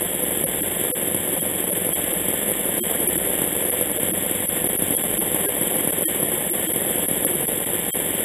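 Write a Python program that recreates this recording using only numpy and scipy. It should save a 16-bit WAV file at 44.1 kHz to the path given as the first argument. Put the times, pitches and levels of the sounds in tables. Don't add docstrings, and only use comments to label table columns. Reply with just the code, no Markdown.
import sys
import numpy as np
from scipy import signal
from scipy.fft import rfft, irfft
from scipy.io import wavfile
from scipy.ndimage import uniform_filter1d

SR = 44100
rng = np.random.default_rng(int(sys.argv[2]) if len(sys.argv) > 2 else 0)


def materialize(psi):
    bounded = np.clip(np.atleast_2d(psi).T, -1, 1)
    quanta = np.round(bounded * 32767).astype(np.int16)
    wavfile.write(sys.argv[1], SR, quanta)


def invert_db(x):
    u = np.asarray(x, float) / 20
    return 10 ** u


N = 363384
TIME = np.arange(N) / SR
TOP_HZ, MIRROR_TOP_HZ = 4010, 15300


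def rms_one(x):
    return x / np.sqrt(np.mean(x ** 2) + 1e-20)


def in_time(rows):
    s, *columns = np.transpose(rows)
    return [np.interp(TIME, s, c) for c in columns]


def at_hz(points, hz):
    table_hz, table_db = np.array(points)[:, 0], np.array(points)[:, 1]
    return np.interp(np.log(hz + 1), np.log(table_hz), table_db)


def around(s, reach_s=.06):
    span = slice(max(int((s - reach_s) * SR), 0), int((s + reach_s) * SR))
    return span, TIME[span] - s


def drift(rate):
    pole = np.exp(-80 * np.pi * rate / SR)
    noise = rng.standard_normal(N // 40 + 2002)
    slow = signal.lfilter([1], [1, -2 * pole, pole * pole], noise)[2000:]
    return np.interp(np.arange(N) / 40, np.arange(len(slow)), rms_one(slow))


def ring(clicks, hz, t60):
    decay, turn = invert_db(-60 / (t60 * SR)), 2 * np.pi * hz / SR
    return signal.lfilter([0, np.sin(turn)], [1, -2 * decay * np.cos(turn), decay * decay], clicks + 1e-18)


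def colour(x, spectrum):
    hz = np.arange(N // 2 + 1) * SR / N
    above = np.clip((hz - spectrum[-1][0]) / 150, 0, 9)
    below = np.clip((spectrum[0][0] - hz) / 150, 0, 9)
    return rms_one(irfft(rfft(x) * invert_db(at_hz(spectrum, hz) - 9 * (above + below) ** 2), N))


def grains(per_s, spread_db):
    size_db = spread_db * np.minimum(rng.exponential(1, N), 4)
    sizes = invert_db(size_db) * rng.choice([-1, 1], N)
    return sizes * (rng.random(N) < per_s / SR)


# (frequency [Hz], width [Hz], level [dB rms])
WHINE_TONES = [(100, 3, -49), (1809, 40, -55), (2010, 14, -63), (3219, 60, -56), (3795, 7, -64),
               (3826, 6, -62)]


def whine():
    total = np.zeros(N)
    for hz, width_hz, db in WHINE_TONES:
        t60 = np.log(1000) / np.pi / width_hz
        total += invert_db(db) * rms_one(ring(rng.standard_normal(N), hz, t60))
    return total


# (frequency [Hz], density [dB per Hz])
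MOTOR_HISS = [(1000, -18), (1360, -12), (1800, -2), (1980, -5.5), (2260, -3.5), (2550, -11.5), (2700, -8),
              (3250, -3), (3600, -6), (3740, -19), (3850, -15), (3960, -27), (4080, -39.5), (4250, -48.5)]


def motor(stroke):
    phase = 2 * np.pi * (stroke - .05)
    press_db = 0.52 * np.cos(phase) + 0.31 * np.cos(2 * phase)
    flutter = invert_db(press_db + .7 * drift(8.3))
    return colour(flutter * grains(9000, spread_db=2.0), MOTOR_HISS)


SHAKE_MULTIPLES = [3, 4, 5, 6, 7, 8, 9, 11, 13, 15, 16, 18, 19, 21, 31, 44]
SHAKE_LEVELS = [-67, -60, -53.5, -60, -61, -55, -57, -57, -50, -49, -47, -52, -48, -52, -49, -50]


def shake(stroke):
    total = np.zeros(N)
    for multiple, db in zip(SHAKE_MULTIPLES, SHAKE_LEVELS):
        swell = np.sqrt(2) * invert_db(db + 3.56 * drift(2))
        turns = multiple * stroke + 0.063 * drift(4.1) + rng.random()
        total += swell * np.sin(2 * np.pi * turns)
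    return total


# (frequency [Hz], density [dB per Hz])
RASP_SPECTRUM = [(15, -41), (25, -32), (48, -51), (119, -19.5), (176, -12), (253, -13), (344, 1.5),
                 (452, -0.5), (510, 0), (1100, -13.5), (1500, -25.5), (1950, -50.5), (3300, -120)]


def rasp(stroke):
    stroke_db = 2.18 * np.cos(4 * np.pi * (stroke - .10))
    bite = invert_db(stroke_db + 1.27 * drift(19) + 0.44 * drift(0.72))
    return colour(bite * grains(2600, spread_db=2.0), RASP_SPECTRUM)


# (frequency [Hz], decay t60 [s])
BODY_MODES = [(175, 0.04), (225, 0.048), (300, 0.055), (350, 0.032), (500, 0.064), (580, 0.036),
              (760, 0.018), (1600, 0.015)]
# (share of stroke [-], push [dB], centre of favoured modes [Hz],
# spread [octaves], scatter [dB])
STROKE_CONTACTS = [(0.967, 1.5, 400, 0.58, 3.5), (.008, -6, 210, 1.2, -2.5), (0.172, 8, 330, 0.22, 0.5),
                   (0.283, 3.5, 515, 0.35, 3), (.455, -0.5, 600, 0.87, -2), (0.496, -4, 470, 0.43, 12),
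                   (.61, 4.5, 513, 0.45, 2), (0.658, 3, 191, 0.69, -0.5), (.785, -1.5, 457, 0.28, -1.5)]
HARD_CONTACTS = [0.439, 1.146, 1.89, 2.284, 2.498, 3.074, 3.156, 3.418, 3.811, 3.897, 4.031, 4.643, 4.822,
                 4.906, 5.345, 5.612, 5.785, 5.874, 6.054, 6.228, 6.76, 7.112, 7.248]
HARD_DB, HARD_LOSS_DB_PER_OCTAVE = 8.5, 3.5


def knocks(stroke, jitter_s=.0009):
    turns = np.arange(-1, 96)
    trains = np.zeros((len(BODY_MODES), N))
    hard_s = np.array(HARD_CONTACTS)
    for share, push_db, centre_hz, octaves, scatter_db in STROKE_CONTACTS:
        at_s = np.interp(turns + share, stroke, TIME, -1, -1) + jitter_s * rng.standard_normal(len(turns))
        strength_db = scatter_db * np.clip(rng.standard_normal(len(turns)), -2, .7)
        near = np.abs(at_s[:, None] - hard_s) < .0065
        is_hard = near.any(axis=1)
        at_s = np.where(is_hard, near @ hard_s, at_s)
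        hard_push_db = HARD_DB - HARD_LOSS_DB_PER_OCTAVE * octaves
        strength_db = np.where(is_hard, hard_push_db - push_db, strength_db)
        per_mode = rng.standard_normal((len(BODY_MODES), len(turns)))
        inside = (at_s > 0) & (at_s < TIME[-1])
        for k, (hz, t60) in enumerate(BODY_MODES):
            off_db = -6 * (np.log2(hz / centre_hz) / octaves) ** 2
            level = invert_db(push_db + off_db + strength_db + 2.1 * per_mode[k])
            trains[k, (at_s[inside] * SR).astype(int)] -= level[inside]
    rings = sum(ring(train, hz, t60) for train, (hz, t60) in zip(trains, BODY_MODES))
    return rms_one(signal.sosfilt(signal.butter(3, 125, "high", fs=SR, output="sos"), rings))


STROKES_PER_S = 11.36
MOTOR_DB, MOTOR_FOLLOWS = -35, 0.94
# (time [s], lead on a steady crank [strokes])
CRANK_LEAD = [(0.0, -0.028), (0.5, -0.052), (1.5, -0.021), (2.5, 0.022), (4.5, 0.207), (5.5, 0.226),
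              (6.0, 0.208), (8.0, 0.095), (8.24, 0.096)]
# (time [s], level [dB])
WOOD_EFFORT = [(0, -29), (1.5, -29), (2.2, -28), (3.5, -28), (4.3, -28), (5.2, -27.5), (6, -28), (7, -28.5),
               (8.24, -28)]


def scene():
    stroke = STROKES_PER_S * TIME + in_time(CRANK_LEAD)[0]
    wood_db, = in_time(WOOD_EFFORT)
    motor_db = MOTOR_DB + MOTOR_FOLLOWS * (wood_db - wood_db.mean())
    wood = invert_db(-2.2) * knocks(stroke) + invert_db(-3.9) * rasp(stroke)
    wood = signal.sosfilt(signal.butter(2, [70, 1800], "band", fs=SR, output="sos"), wood)
    saw = invert_db(wood_db) * wood + invert_db(motor_db) * motor(stroke) + shake(stroke) + whine()
    return saw[None]


def rounded_and_thinned(x, bar_db=-8):
    rounded = .23 * np.tanh(x / .23)
    hz, _, bins = signal.stft(rounded, SR, nperseg=4096)
    hz, power = hz[:, None], np.abs(bins) ** 2
    band = uniform_filter1d(power, size=7, axis=0)
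    neighbours = uniform_filter1d(power, size=90, axis=0)
    heard = (band > invert_db(bar_db) ** 2 * neighbours) | (hz < 1180) | (hz > 3770)
    return signal.istft(bins * heard * (hz < TOP_HZ), SR, nperseg=4096)[1][:N]


SLIP_S, SLIP_EVERY_S = .0955, .29867


def zero_stuffed(x):
    buffer = np.floor((TIME - SLIP_S) / SLIP_EVERY_S).astype(int)
    return 4 * x * (np.arange(N) % 4 == buffer % 3)


SLIP_CLICKS = [-45, -55, -45, -52, -40, -48, -46, -57, -66, -35, -71, -56, -39, -89, -65, -49, -38, -53,
               -63, -37, -96, -57, -42, -60, -91, -48, -37, -40]
# (time [s], peak level [dB])
STRAY_CLICKS = [(0.443, -51), (2.129, -51.5), (3.597, -56.5), (3.813, -60.5), (4.02, -76.5), (4.223, -59)]
SMEAR_DB, SMEAR_FOLLOWS, SMEAR_S = -67, .75, .013
EARLY_DB, EARLY_S = -5, .014
FAINT_DB, LOUD_DB = -59, -43
BLIP_DB = -2


def empty_band(x):
    hz = np.arange(N // 2 + 1) * SR / N
    sound = (hz < TOP_HZ) | (hz > SR / 4 - TOP_HZ) & (hz < MIRROR_TOP_HZ)
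    gap = (hz > 4010) & (hz < 7000)
    gap_share = np.mean(gap)
    spray = rms_one(grains(1000, spread_db=4.0)) / np.sqrt(gap_share)
    spill = np.zeros((3, N))
    slips = [(SLIP_S + k * SLIP_EVERY_S, db) for k, db in enumerate(SLIP_CLICKS)]
    for s, db in slips + STRAY_CLICKS:
        span, lag = around(s)
        size = int(db > FAINT_DB) + int(db > LOUD_DB)
        smear = invert_db(SMEAR_DB + SMEAR_FOLLOWS * (db + 50.5)) * np.exp(-(lag / SMEAR_S) ** 2)
        spill[size, span] += spray[span] * smear
        spill[size, int(s * SR)] += invert_db(db) / gap_share
        ghost_s = s - EARLY_S * rng.uniform(.6, 1.0)
        spill[size, int(ghost_s * SR)] += invert_db(db + EARLY_DB + rng.normal(0, 3)) / gap_share
    wide = gap * np.where((hz > 5700) & (hz < 6050), invert_db(-16), 1)
    strip = np.where((hz > 4900) & (hz < 5800), invert_db(6), invert_db(-14) * wide)
    passed = [strip, wide, wide + invert_db(BLIP_DB) * (hz > MIRROR_TOP_HZ)]
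    clicks = np.sum(rfft(spill, axis=1) * passed, axis=0)
    return irfft(rfft(x) * sound + clicks, N)


# (centre time [s], length [ms], depth [dB])
DROPOUTS = [(0.455, 19.7, -44), (0.62, 18, -10.5), (0.934, 35, -61), (1.408, 20, -8.5), (1.713, 11.4, -18),
            (1.944, 22, -10), (2.132, 9, -12), (2.817, 38, -28), (3.173, 12.7, -23), (3.709, 12, -21),
            (3.989, 11.6, -27), (4.125, 18, -11), (4.476, 33, -7.5), (4.684, 12.2, -23), (4.779, 24, -8.5),
            (4.964, 23.5, -8.5), (5.028, 14, -6), (5.194, 26, -7.5), (5.916, 12, -14.5), (6.063, 40, -49),
            (6.515, 33, -7), (6.68, 18, -9.5), (6.73, 13, -29), (7.073, 21, -10), (7.26, 13.6, -27),
            (7.469, 23, -8), (7.654, 13.3, -23), (7.924, 37, -58), (3.08, 15, -11.5), (5.474, 24, -9.5)]
# (time [s], first line [Hz], second line or 0 [Hz])
STEADY_LINES = [(0.456, 525, 166), (0.619, 301, 193), (0.934, 503, 0), (1.406, 161, 3225), (1.712, 592, 0),
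                (1.943, 3283, 0), (2.132, 505, 339), (2.817, 355, 226), (3.08, 371, 2357),
                (3.175, 336, 183), (3.987, 468, 602), (4.126, 325, 204), (4.963, 3285, 0), (5.029, 3393, 0),
                (5.194, 325, 210), (5.474, 400, 1622), (6.065, 322, 1845), (6.516, 349, 0),
                (6.68, 318, 3213), (7.262, 308, 525)]
# (frequency [Hz], peak level [dB])
LINE_LEVEL = [(160, -30.5), (330, -24), (520, -24), (1700, -35.5), (3250, -35)]
# (frequency [Hz], level [dB])
MIRROR_BAR = [(7000, -50), (7900, -47), (8300, -38), (10150, -38), (10400, -45), (11650, -45), (11900, -38),
              (13600, -38), (14000, -52)]
LONG_DROPOUT_MS, GEAR_LINE_HZ = 36, 3190


def dropouts(x):
    hz, _, bins = signal.stft(x, SR, nperseg=1024)
    hz = hz[:, None]
    strong = (np.abs(bins) > invert_db(at_hz(MIRROR_BAR, hz))) & (hz > 4500)
    murk = invert_db(-26) * (hz > 7000)
    left = signal.istft(bins * np.maximum(strong, murk), SR, nperseg=1024)[1][:N]
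    full = np.ones(N)
    for s, ms, depth_db in DROPOUTS:
        span, lag = around(s)
        edge = np.clip((np.abs(lag) - ms / 2000) / .012 + .55, 0, 1)
        full[span] *= np.maximum(np.sin(edge * np.pi / 2) ** 2, invert_db(1.6 * depth_db))
    lines = [(s, line_hz) for s, *pair in STEADY_LINES for line_hz in pair if line_hz > 0]
    lines += [(s, GEAR_LINE_HZ) for s, ms, _ in DROPOUTS if ms > LONG_DROPOUT_MS]
    for s, line_hz in lines:
        span, lag = around(s)
        swell = np.cos(np.clip(lag / 0.026, -1, 1) * np.pi / 2) ** 2
        with_mirror = 1 + 2 * (line_hz > 700) * np.cos(2 * np.pi * SR / 4 * lag)
        tone = np.sin(2 * np.pi * (line_hz * lag + rng.random()))
        left[span] += invert_db(at_hz(LINE_LEVEL, line_hz)) * swell * with_mirror * tone
    return full * x + np.sqrt(1 - full ** 2) * left


def band_limit(x):
    return signal.sosfilt(signal.butter(12, 15620, fs=SR, output="sos"), x)


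def record(dry):
    slowed = empty_band(zero_stuffed(rounded_and_thinned(dry[0])))
    finished = dropouts(slowed)[None]
    return band_limit(finished)


dry = scene()
out = record(dry)
materialize(out)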